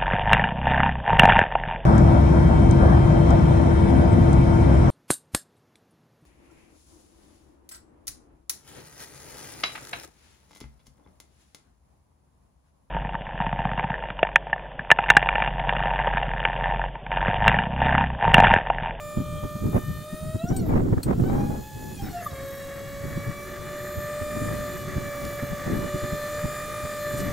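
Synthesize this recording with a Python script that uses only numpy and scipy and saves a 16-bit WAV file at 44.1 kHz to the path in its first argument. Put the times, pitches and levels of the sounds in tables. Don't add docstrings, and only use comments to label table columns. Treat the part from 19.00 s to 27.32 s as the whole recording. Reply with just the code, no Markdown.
import sys
import numpy as np
from scipy import signal
from scipy.fft import rfft, irfft, next_fast_len
from scipy.io import wavfile
from scipy.ndimage import uniform_filter1d

SR = 44100
rng = np.random.default_rng(int(sys.argv[2]) if len(sys.argv) > 2 else 0)


def transcribe(u):
    v = np.clip(np.atleast_2d(u).T, -1, 1)
    q = np.round(v * 32767).astype(np.int16)
    wavfile.write(sys.argv[1], SR, q)


def volts_from_decibels(level):
    exponent = np.asarray(level, float) / 20
    return 10 ** exponent


N = 366912

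# (frequency [Hz], level [dB])
SCAN_LINES = [(15525, -80), (15574, -87), (15622, -72), (15676, -82), (15725, -82)]
# (frequency [Hz], time to fall 60 dB [s])
ECHO_TIMES = [(400, 1), (2000, 0.64), (8000, 0.04), (15000, 0.093)]
# (frequency [Hz], likeness [-1..1])
PORT_LIKENESS = [(60, 0.89), (130, 0.71), (290, 0.35), (640, -0.57), (1400, -0.33)]
# (frequency [Hz], likeness [0-1])
YARD_LIKENESS = [(300, 0.99), (1000, 1), (3000, 0.83), (7000, 0.67), (10000, 0.78)]
# (time [s], half length [s], strength [dB], brightness [dB])
GUST_EVENTS = [(0.198, 0.027, -30, -3), (0.333, 0.055, -43, -8), (0.45, 0.017, -31, -1),
               (6.523, 0.021, -37.5, -5), (0.67, 0.058, -29, -2.5), (0.764, 0.033, -24, 7.5),
               (0.923, 0.073, -45.5, -9.5), (1.27, 0.046, -44, -7.5), (1.517, 0.015, -22, 3),
               (1.628, 0.1, -28, -3.5), (1.755, 0.05, -20, 6.5), (1.846, 0.085, -25.5, -0.5),
               (1.982, 0.024, -28, 5), (2.198, 0.011, -24.5, 6), (2.105, 0.035, -26, 10.5),
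               (2.237, 0.15, -27.5, -2), (2.378, 0.12, -24.5, 6), (2.542, 0.078, -34.5, 4),
               (2.88, 0.085, -38.5, 3), (3.07, .06, -39.5, 0.5), (4.108, 0.14, -46.5, -5),
               (4.293, 0.026, -35.5, -7), (4.7, 0.81, -57, 10), (5.482, 0.17, -34.5, 4.5),
               (5.966, 0.14, -39.5, 2), (6.249, 0.041, -39, 1.5), (6.757, 0.069, -27, 4),
               (6.854, 0.039, -35, 12.5), (7.438, 0.015, -39, 1), (8.251, 0.11, -36, -1.5)]
# (time [s], peak level [dB], frequency [Hz])
EDDIES = [(0.166, -16.5, 170), (0.547, -24, 148), (0.741, -15, 160), (1.125, -22, 169), (1.344, -18.5, 101),
          (1.433, -17, 190), (1.509, -15, 161), (1.92, -9.5, 143), (1.967, -14, 129.7), (2.054, -15.5, 140),
          (2.748, -29.5, 117), (3.017, -23, 113.1), (3.421, -33, 128), (4.033, -25.5, 150.4),
          (4.16, -23, 114.7), (4.973, -25, 82.8), (5.213, -23, 108.1), (5.408, -20.5, 144.6),
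          (5.871, -26, 128.9), (5.96, -16.5, 119), (6.42, -22.5, 179.1), (6.661, -20.5, 224),
          (6.939, -17.5, 140), (7.027, -21, 104.2), (7.121, -22.5, 159), (7.436, -21.5, 153),
          (7.834, -28, 89), (8.133, -26.5, 175.5), (8.187, -36, 128.3)]
# (frequency [Hz], level per Hz [dB])
THUMP_SPECTRUM = [(15, -8), (30, -23), (60, -1.5), (140, 2), (200, -4.5), (280, -26.5), (500, -63)]
# (frequency [Hz], level per Hz [dB])
FLUTTER_SPECTRUM = [(100, 0.5), (190, 1), (250, 1.5), (400, -5.5), (550, -17.5), (900, -68.5)]
# (frequency [Hz], level per Hz [dB])
RIP_SPECTRUM = [(300, -13), (550, -4.5), (1000, -13.5), (2000, -27.5), (3000, -41.5), (5000, -51)]
# (time [s], half length [s], frequency [Hz], width [Hz], level
# [dB])
HISS_EVENTS = [(.38, 0.25, 3200, 350, -57.5), (1.213, 0.25, 9100, 1500, -55), (1.932, 0.0041, 1100, 1800, -41),
               (1.982, 0.003, 1100, 1800, -37), (3.07, 0.044, 1520, 1583, -48.5), (3.37, .06, 2200, 250, -49),
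               (5.726, .04, 2410, 250, -51), (2.752, 0.27, 534, 39.7, -58), (6.252, 0.0022, 6000, 9000, -38.5),
               (8.133, 0.021, 8500, 5015, -49), (8.182, 0.012, 8900, 7980, -42),
               (8.204, 0.012, 7000, 7950, -41.5)]
# (time [s], peak level [dB], body level [dB])
CONTACTOR = [
    (1.565, -15, -16),
    (2.0317, -18, 0.5),
]
# (frequency [Hz], level [dB], time to fall 60 dB [s])
CONTACTOR_MODES = [(8180, 4, 0.078), (8530, -9, 0.068), (7000, -3, 0.049), (4200, -0.5, 0.028),
                   (4570, -3, 0.025), (5700, -4, .03), (10190, -9, 0.05), (13400, -14, .04)]
# (time [s], half length [s], level [dB])
HOSE_HUMS = [(4.722, 0.33, -44), (5.846, 0.22, -43), (6.918, .25, -42.5), (8.3, 0.3, -45.5)]
# (frequency [Hz], level per Hz [dB])
RASP_SPECTRUM = [(300, 6.5), (1000, -15), (2700, -11.5), (3300, -7), (4500, -8.5), (6000, -11), (7100, -6),
                 (9500, -14.5), (11500, -12.5), (13000, -12), (14600, -15), (15700, -17)]
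# (frequency [Hz], level per Hz [dB])
FLOW_SPECTRUM = [(250, -13), (600, -7), (1000, -20), (1250, -8), (1450, -15.5), (1760, -2.5), (2000, -9),
                 (2400, -21.5), (3000, -30.5), (5000, -53)]
# (time [s], motor effort [dB], valve flow [dB])
EFFORT = [(0.0, -56.5, -73), (0.3, -56.5, -82), (1.15, -56, -75), (1.55, -58, -91), (1.81, -60.5, -90),
          (2.06, -58.5, -90), (2.32, -56, -87), (2.55, -56, -82), (3.01, -53, -79), (3.17, -53, -60),
          (3.78, -54, -59.5), (5.08, -52, -56.5), (5.42, -49, -57.5), (5.98, -51, -55), (6.53, -50.5, -55),
          (7.14, -48.5, -54), (7.62, -48.5, -56), (8.32, -48, -53)]
# (time [s], tooth rate [Hz], whine level [dB])
LOADED_PUMP = [(0.0, 596, -42.5), (1.0, 602.6, -50.5), (1.15, 616, -43.5), (1.39, 634, -43.5),
               (1.55, 779.4, -49), (2.95, 846, -46), (3.1, 725, -44.5), (3.21, 671.3, -39),
               (3.31, 541, -43), (3.45, 549.5, -37), (4.15, 565.7, -41.5), (4.55, 584.5, -40),
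               (5.4, 597.5, -35.5), (5.8, 585.4, -40), (6.15, 578, -34.5), (7.1, 589.6, -36),
               (7.75, 599.7, -37), (8.32, 582.8, -33)]
# (multiple of the tooth rate, level [dB])
LOADED_OVERTONES = [(1, 0), (2, 0), (3, -14), (4, -9.5), (5, -24), (6, -15.5), (7, -20), (8, -21.5),
                    (9, -32.5), (10, -23), (11, -21.5), (12, -22), (13, -37.5), (14, -20.5), (15, -28),
                    (16, -20.5), (17, -26.5), (18, -22.5), (19, -32), (20, -25), (21, -35.5), (22, -22.5),
                    (23, -34), (24, -20.5), (25, -39), (26, -20)]
# (multiple of the tooth rate, level [dB])
FREE_OVERTONES = [(1, 0), (2, -9), (3, -13), (4, -18), (5, -14), (6, -23), (7, -15), (8, -13), (9, -18.5),
                  (10, -20), (11, -13.5), (12, -16), (13, -18), (14, -20), (15, -22), (16, -15), (17, -24),
                  (18, -13)]
# (shaft order [per turn], level [dB])
SHAFT_ORDERS = [(27.13, 1.3), (54.1, -13), (83, -60), (11.84, -17), (31.1, -15), (25, -6.5)]
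# (frequency [Hz], width [Hz], level [dB])
FRAME_MODES = [(7120, 300, 5), (13000, 470, 3), (8315, 59, -1.5)]
# (frequency [Hz], width [Hz], level [dB])
PANEL_MODES = [(703, 5, 15), (808, 6, 11), (760, 7, 3)]
CASING_RATES = [548, 577, 584, 590, 597, 604, 720, 850]
CASING_LEVELS = [
    (-0.5, 0, 0.3, 0.6, -1.5, 0, 0, 0),
    (-2, 4, 4, 5, 6, 3, -1, 0),
    (-8.5, 5.5, -2.5, -4, -1, -8, -8, -8.5),
    (-8, -7.5, -7.5, -4.5, -8, -5, -12, -14),
]

TEETH, STRONG = 13, (1, 2, 4, 6)
TOP_HZ, MONO_HZ = 15780, 10100


def unit(x):
    return x / np.sqrt(np.mean(x ** 2) + 1e-20)


def along(points, hz):
    f, v = np.transpose(points)
    return np.interp(np.log(hz + 1), np.log(f + 1), v)


def curves(rows):
    s, *cols = np.transpose(rows)
    return [np.interp(np.arange(N) / SR, s, c) for c in cols]


def wobble(rate, size=1):
    return np.interp(np.arange(0, N, size) * rate / SR, np.arange(4000), rng.standard_normal(4000))


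def filtered(x, response):
    m = next_fast_len(N + SR // 2)
    return irfft(rfft(x, m) * response(np.fft.rfftfreq(m, 1 / SR)), m)[..., :N]


def coloured_noise(spectrum, alike):
    def mid_side(hz):
        turn = np.arccos(np.clip(along(alike, hz), -1, 1)) / 2
        return volts_from_decibels(along(spectrum, hz)) * [np.cos(turn), np.sin(turn)]

    mid, side = filtered(rng.standard_normal((2, N)), mid_side)
    return unit(np.array([mid + side, mid - side]))


def swells(s, half, db, floor_db, order=2):
    t = np.arange(0, N, 50) / SR
    bells = np.exp(-2 * ((t - s[:, None]) / half[:, None]) ** order)
    power = volts_from_decibels(2 * db) @ bells + volts_from_decibels(2 * floor_db)
    return np.interp(np.arange(N) / SR, t, np.sqrt(power))


def scan_line_tone():
    t, tone = np.arange(N) / SR, np.zeros(N)
    for hz, db in SCAN_LINES:
        tone += volts_from_decibels(db + 3 + 0.8 * wobble(20)) * np.sin(2 * np.pi * hz * t + 0.3 * wobble(12))
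    return tone


def echoes(x):
    hz, t, z = signal.stft(rng.standard_normal((2, SR // 2)), SR, nperseg=256)
    decay = volts_from_decibels(-60 * t / along(ECHO_TIMES, hz)[:, None])
    mid, side = signal.istft(z * decay, SR, nperseg=256)[1]
    tail = np.array([mid + 0.49 * side, mid - 0.11 * side]) / np.linalg.norm(mid)
    return signal.fftconvolve(x[None], tail, axes=1)[:, :N]


def eddies():
    out, t = np.zeros((2, N)), np.arange(-900, 900) / SR
    for s, db, hz in EDDIES:
        skew = rng.normal(0, 0.48) * np.array([[1], [-1]])
        eddy = np.exp(-(t * hz / 0.85) ** 2) * np.cos(2 * np.pi * hz * t + skew)
        eddy = eddy + 0.3 * np.exp(-(t * hz / 0.08) ** 2)
        at = round((s + 0.00857) * SR)
        out[:, at - 900:at + 900] += volts_from_decibels(db - 1.5) * eddy[:, :N - at + 900]
    return out


def wind():
    dragged = [(s + 0.016, 0.013, db - 12, 0) for s, db, _ in EDDIES]
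    s, half, db, bright_db = np.transpose(GUST_EVENTS + dragged)
    thump_gain = swells(s, 1.11 * half, 0.58 * db - 14 - 1.03 * bright_db, -43.5)
    flutter_gain = volts_from_decibels(3.5) * swells(s, half, db, -53.5)
    rip_gain = volts_from_decibels(15.5) * swells(s, 0.99 * half, 1.03 * db - 25 + 0.9 * bright_db, -69.5)
    shared = wobble(30)

    def lumps(depth_db, rate):
        own = np.array([wobble(rate), wobble(rate)])
        return volts_from_decibels(depth_db * (0.63 * shared + own))

    thump = thump_gain * unit(lumps(2.85, 30) * coloured_noise(THUMP_SPECTRUM, PORT_LIKENESS))
    flutter = flutter_gain * unit(lumps(2.5, 45) * coloured_noise(FLUTTER_SPECTRUM, PORT_LIKENESS))
    rip = rip_gain * unit(lumps(4.6, 150) * coloured_noise(RIP_SPECTRUM, PORT_LIKENESS))
    return thump + flutter + rip + eddies()


def hisses():
    t, out = np.arange(N) / SR, np.zeros(N)
    for s, half, hz, width, db in HISS_EVENTS:
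        band = filtered(rng.standard_normal(N), lambda f: np.exp(-((f - hz) / width * 2) ** 2))
        out += volts_from_decibels(db) * np.exp(-((t - s) / half) ** 2) * unit(band)
    return out


def contactor():
    out, t = np.zeros((2, N)), np.arange(SR // 5) / SR
    for s, db, body_db in CONTACTOR:
        modes = np.zeros(len(t))
        for hz, level, t60 in CONTACTOR_MODES:
            mode_db = level + (hz < 5000) * (body_db + 9)
            modes += volts_from_decibels(mode_db - 60 * t / t60) * np.sin(2 * np.pi * hz * t)
        bounce = 0.9 * volts_from_decibels(-60 * t / 0.086) + 1.4 * np.exp(-((t - 0.0025) / 0.0009) ** 2)
        white = rng.standard_normal(len(t) + 1)
        chatter = (0.26 * np.diff(white) + 0.99 * volts_from_decibels(body_db) * white[1:]) * bounce
        rise = np.clip(t / 0.0045, 0, 1)
        stroke = volts_from_decibels(db - 17) * rise * (modes + chatter) * volts_from_decibels([[1.5], [-1.5]])
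        out[:, round((s - 0.002) * SR):][:, :len(t)] += stroke
    return out


def shaft_turns():
    coast_hz, coast_s, free_hz, spin_up_s = 396.5, 0.2, 858, 0.16
    t, loaded = np.arange(N) / SR, curves(LOADED_PUMP)[0]
    off, on = np.transpose(CONTACTOR)[0]
    gentle = uniform_filter1d(loaded, size=14000, mode="nearest")
    loaded = np.where(t > 3.5, gentle, loaded)
    coast = coast_hz + (loaded[round(off * SR)] - coast_hz) * np.exp((off - t) / coast_s)
    run_up = free_hz + (coast[round(on * SR)] - free_hz) * np.exp(np.minimum(on - t, 0) / spin_up_s)
    meets_oil = t > LOADED_PUMP[5][0]
    stages = [t < off, t < on, meets_oil]
    tooth_hz = np.select(stages, [loaded, coast, np.minimum(loaded, run_up)], run_up)
    tooth_hz = uniform_filter1d(tooth_hz, size=2000) * (1 + 0.000751 * wobble(25))
    return 2 * np.pi * np.cumsum(tooth_hz / TEETH) / SR, tooth_hz


def motor_noise(shaft):
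    rasp_db, flow_db = curves(EFFORT)
    beat = 1 + 0.24 * np.cos(TEETH * shaft) + 0.078 * np.cos(shaft)
    rasp = volts_from_decibels(rasp_db + 5.5 + 0.3 * wobble(11)) * beat * coloured_noise(RASP_SPECTRUM, YARD_LIKENESS)
    flow = volts_from_decibels(flow_db + 12.5 + 2.2 * wobble(35)) * beat * coloured_noise(FLOW_SPECTRUM, YARD_LIKENESS)
    hum_gain = swells(*np.transpose(HOSE_HUMS), floor_db=-59, order=4) * volts_from_decibels(4 * wobble(45))
    hum = hum_gain * np.sin(2 * np.pi * 370 * np.arange(N) / SR + 0.6 * wobble(21))
    return rasp + flow + hum


def steel_response(f):
    response = 1
    for centre, width, db in FRAME_MODES + PANEL_MODES:
        response = response + volts_from_decibels(db) * 1j * f * width / (centre ** 2 - f ** 2 + 1j * f * width)
    return response


def whine(shaft, tooth_hz):
    rasp_db, t = curves(EFFORT)[0], np.arange(N) / SR
    drive_db = [curves(LOADED_PUMP)[1], rasp_db, rasp_db, rasp_db]
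    strong_db = []
    for drive, levels in zip(drive_db, CASING_LEVELS):
        strong_db.append(drive + np.interp(tooth_hz, CASING_RATES, levels) + 0.7 * wobble(6))

    slope = uniform_filter1d(np.gradient(np.log(tooth_hz)), size=4000) * SR
    slope = np.clip(slope / 1.2, -1, 1)
    glide, speeding = np.abs(slope), np.maximum(slope, 0)
    stall_db = 4

    def broken_db(size):
        return glide[::size] * 9.5 * (wobble(45, size) - 0.5)

    coasting_db = np.interp(t, [CONTACTOR[0][0], 1.75, CONTACTOR[1][0], 2.2], [-3.5, 5, 16, -0.5])
    free = np.clip((tooth_hz - 640) / 120, 0, 1)

    coarse = 32
    slow = slice(0, N, coarse)
    high, tooth, partial = np.zeros(N), np.exp(1j * TEETH * shaft), 1
    for k, loaded_db in LOADED_OVERTONES:
        partial = partial * tooth
        if k in STRONG:
            continue
        free_db = along(FREE_OVERTONES, k) - 4.5
        db = loaded_db + free[slow] * (free_db - loaded_db)
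        db = db + 0.15 * k * wobble(9, coarse) + broken_db(coarse)
        start, a, b = rng.uniform(0, 2 * np.pi, size=3)
        turns = np.cos(shaft[slow] + a) + 0.45 * np.cos(2 * shaft[slow] + b)
        throb = 1 + 0.5 * min(1, (k - 1) / 4) * turns
        gain = volts_from_decibels(db) * (k * tooth_hz[slow] < TOP_HZ) * throb
        high += np.interp(t, t[slow], gain) * (partial * np.exp(1j * start)).imag
    high *= volts_from_decibels(rasp_db + 13 - 0.76 * coasting_db - stall_db * speeding)

    low = np.zeros(N)
    for k, db in zip(STRONG, strong_db):
        low += volts_from_decibels(db + 3 - coasting_db + broken_db(1)) * np.sin(k * TEETH * shaft)
    for order, db in SHAFT_ORDERS:
        base_db = strong_db[0] if order < TEETH else uniform_filter1d(strong_db[1], size=12000)
        order_db = base_db + db - 12 * free - stall_db * glide + 0.23 * wobble(9.4)
        low += volts_from_decibels(order_db) * np.sin(order * shaft + order)

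    low, high = filtered(np.array([low, high]), steel_response)
    return low + volts_from_decibels(-3) * high + echoes(volts_from_decibels(-17) * low + volts_from_decibels(-4) * high)


def scene():
    shaft, tooth_hz = shaft_turns()
    return wind() + hisses() + contactor() + motor_noise(shaft) + whine(shaft, tooth_hz)


def top_cut(x):
    return signal.sosfilt(signal.butter(12, 15850, fs=SR, output="sos"), x)


def record(dry):
    mid = filtered(dry.mean(axis=0) + scan_line_tone(), lambda hz: hz < TOP_HZ)
    side = filtered((dry[0] - dry[1]) / 2, lambda hz: np.where(hz < MONO_HZ, 1, volts_from_decibels(-14)))
    return top_cut(np.array([mid + side, mid - side]))


dry = scene()
out = record(dry)
transcribe(out)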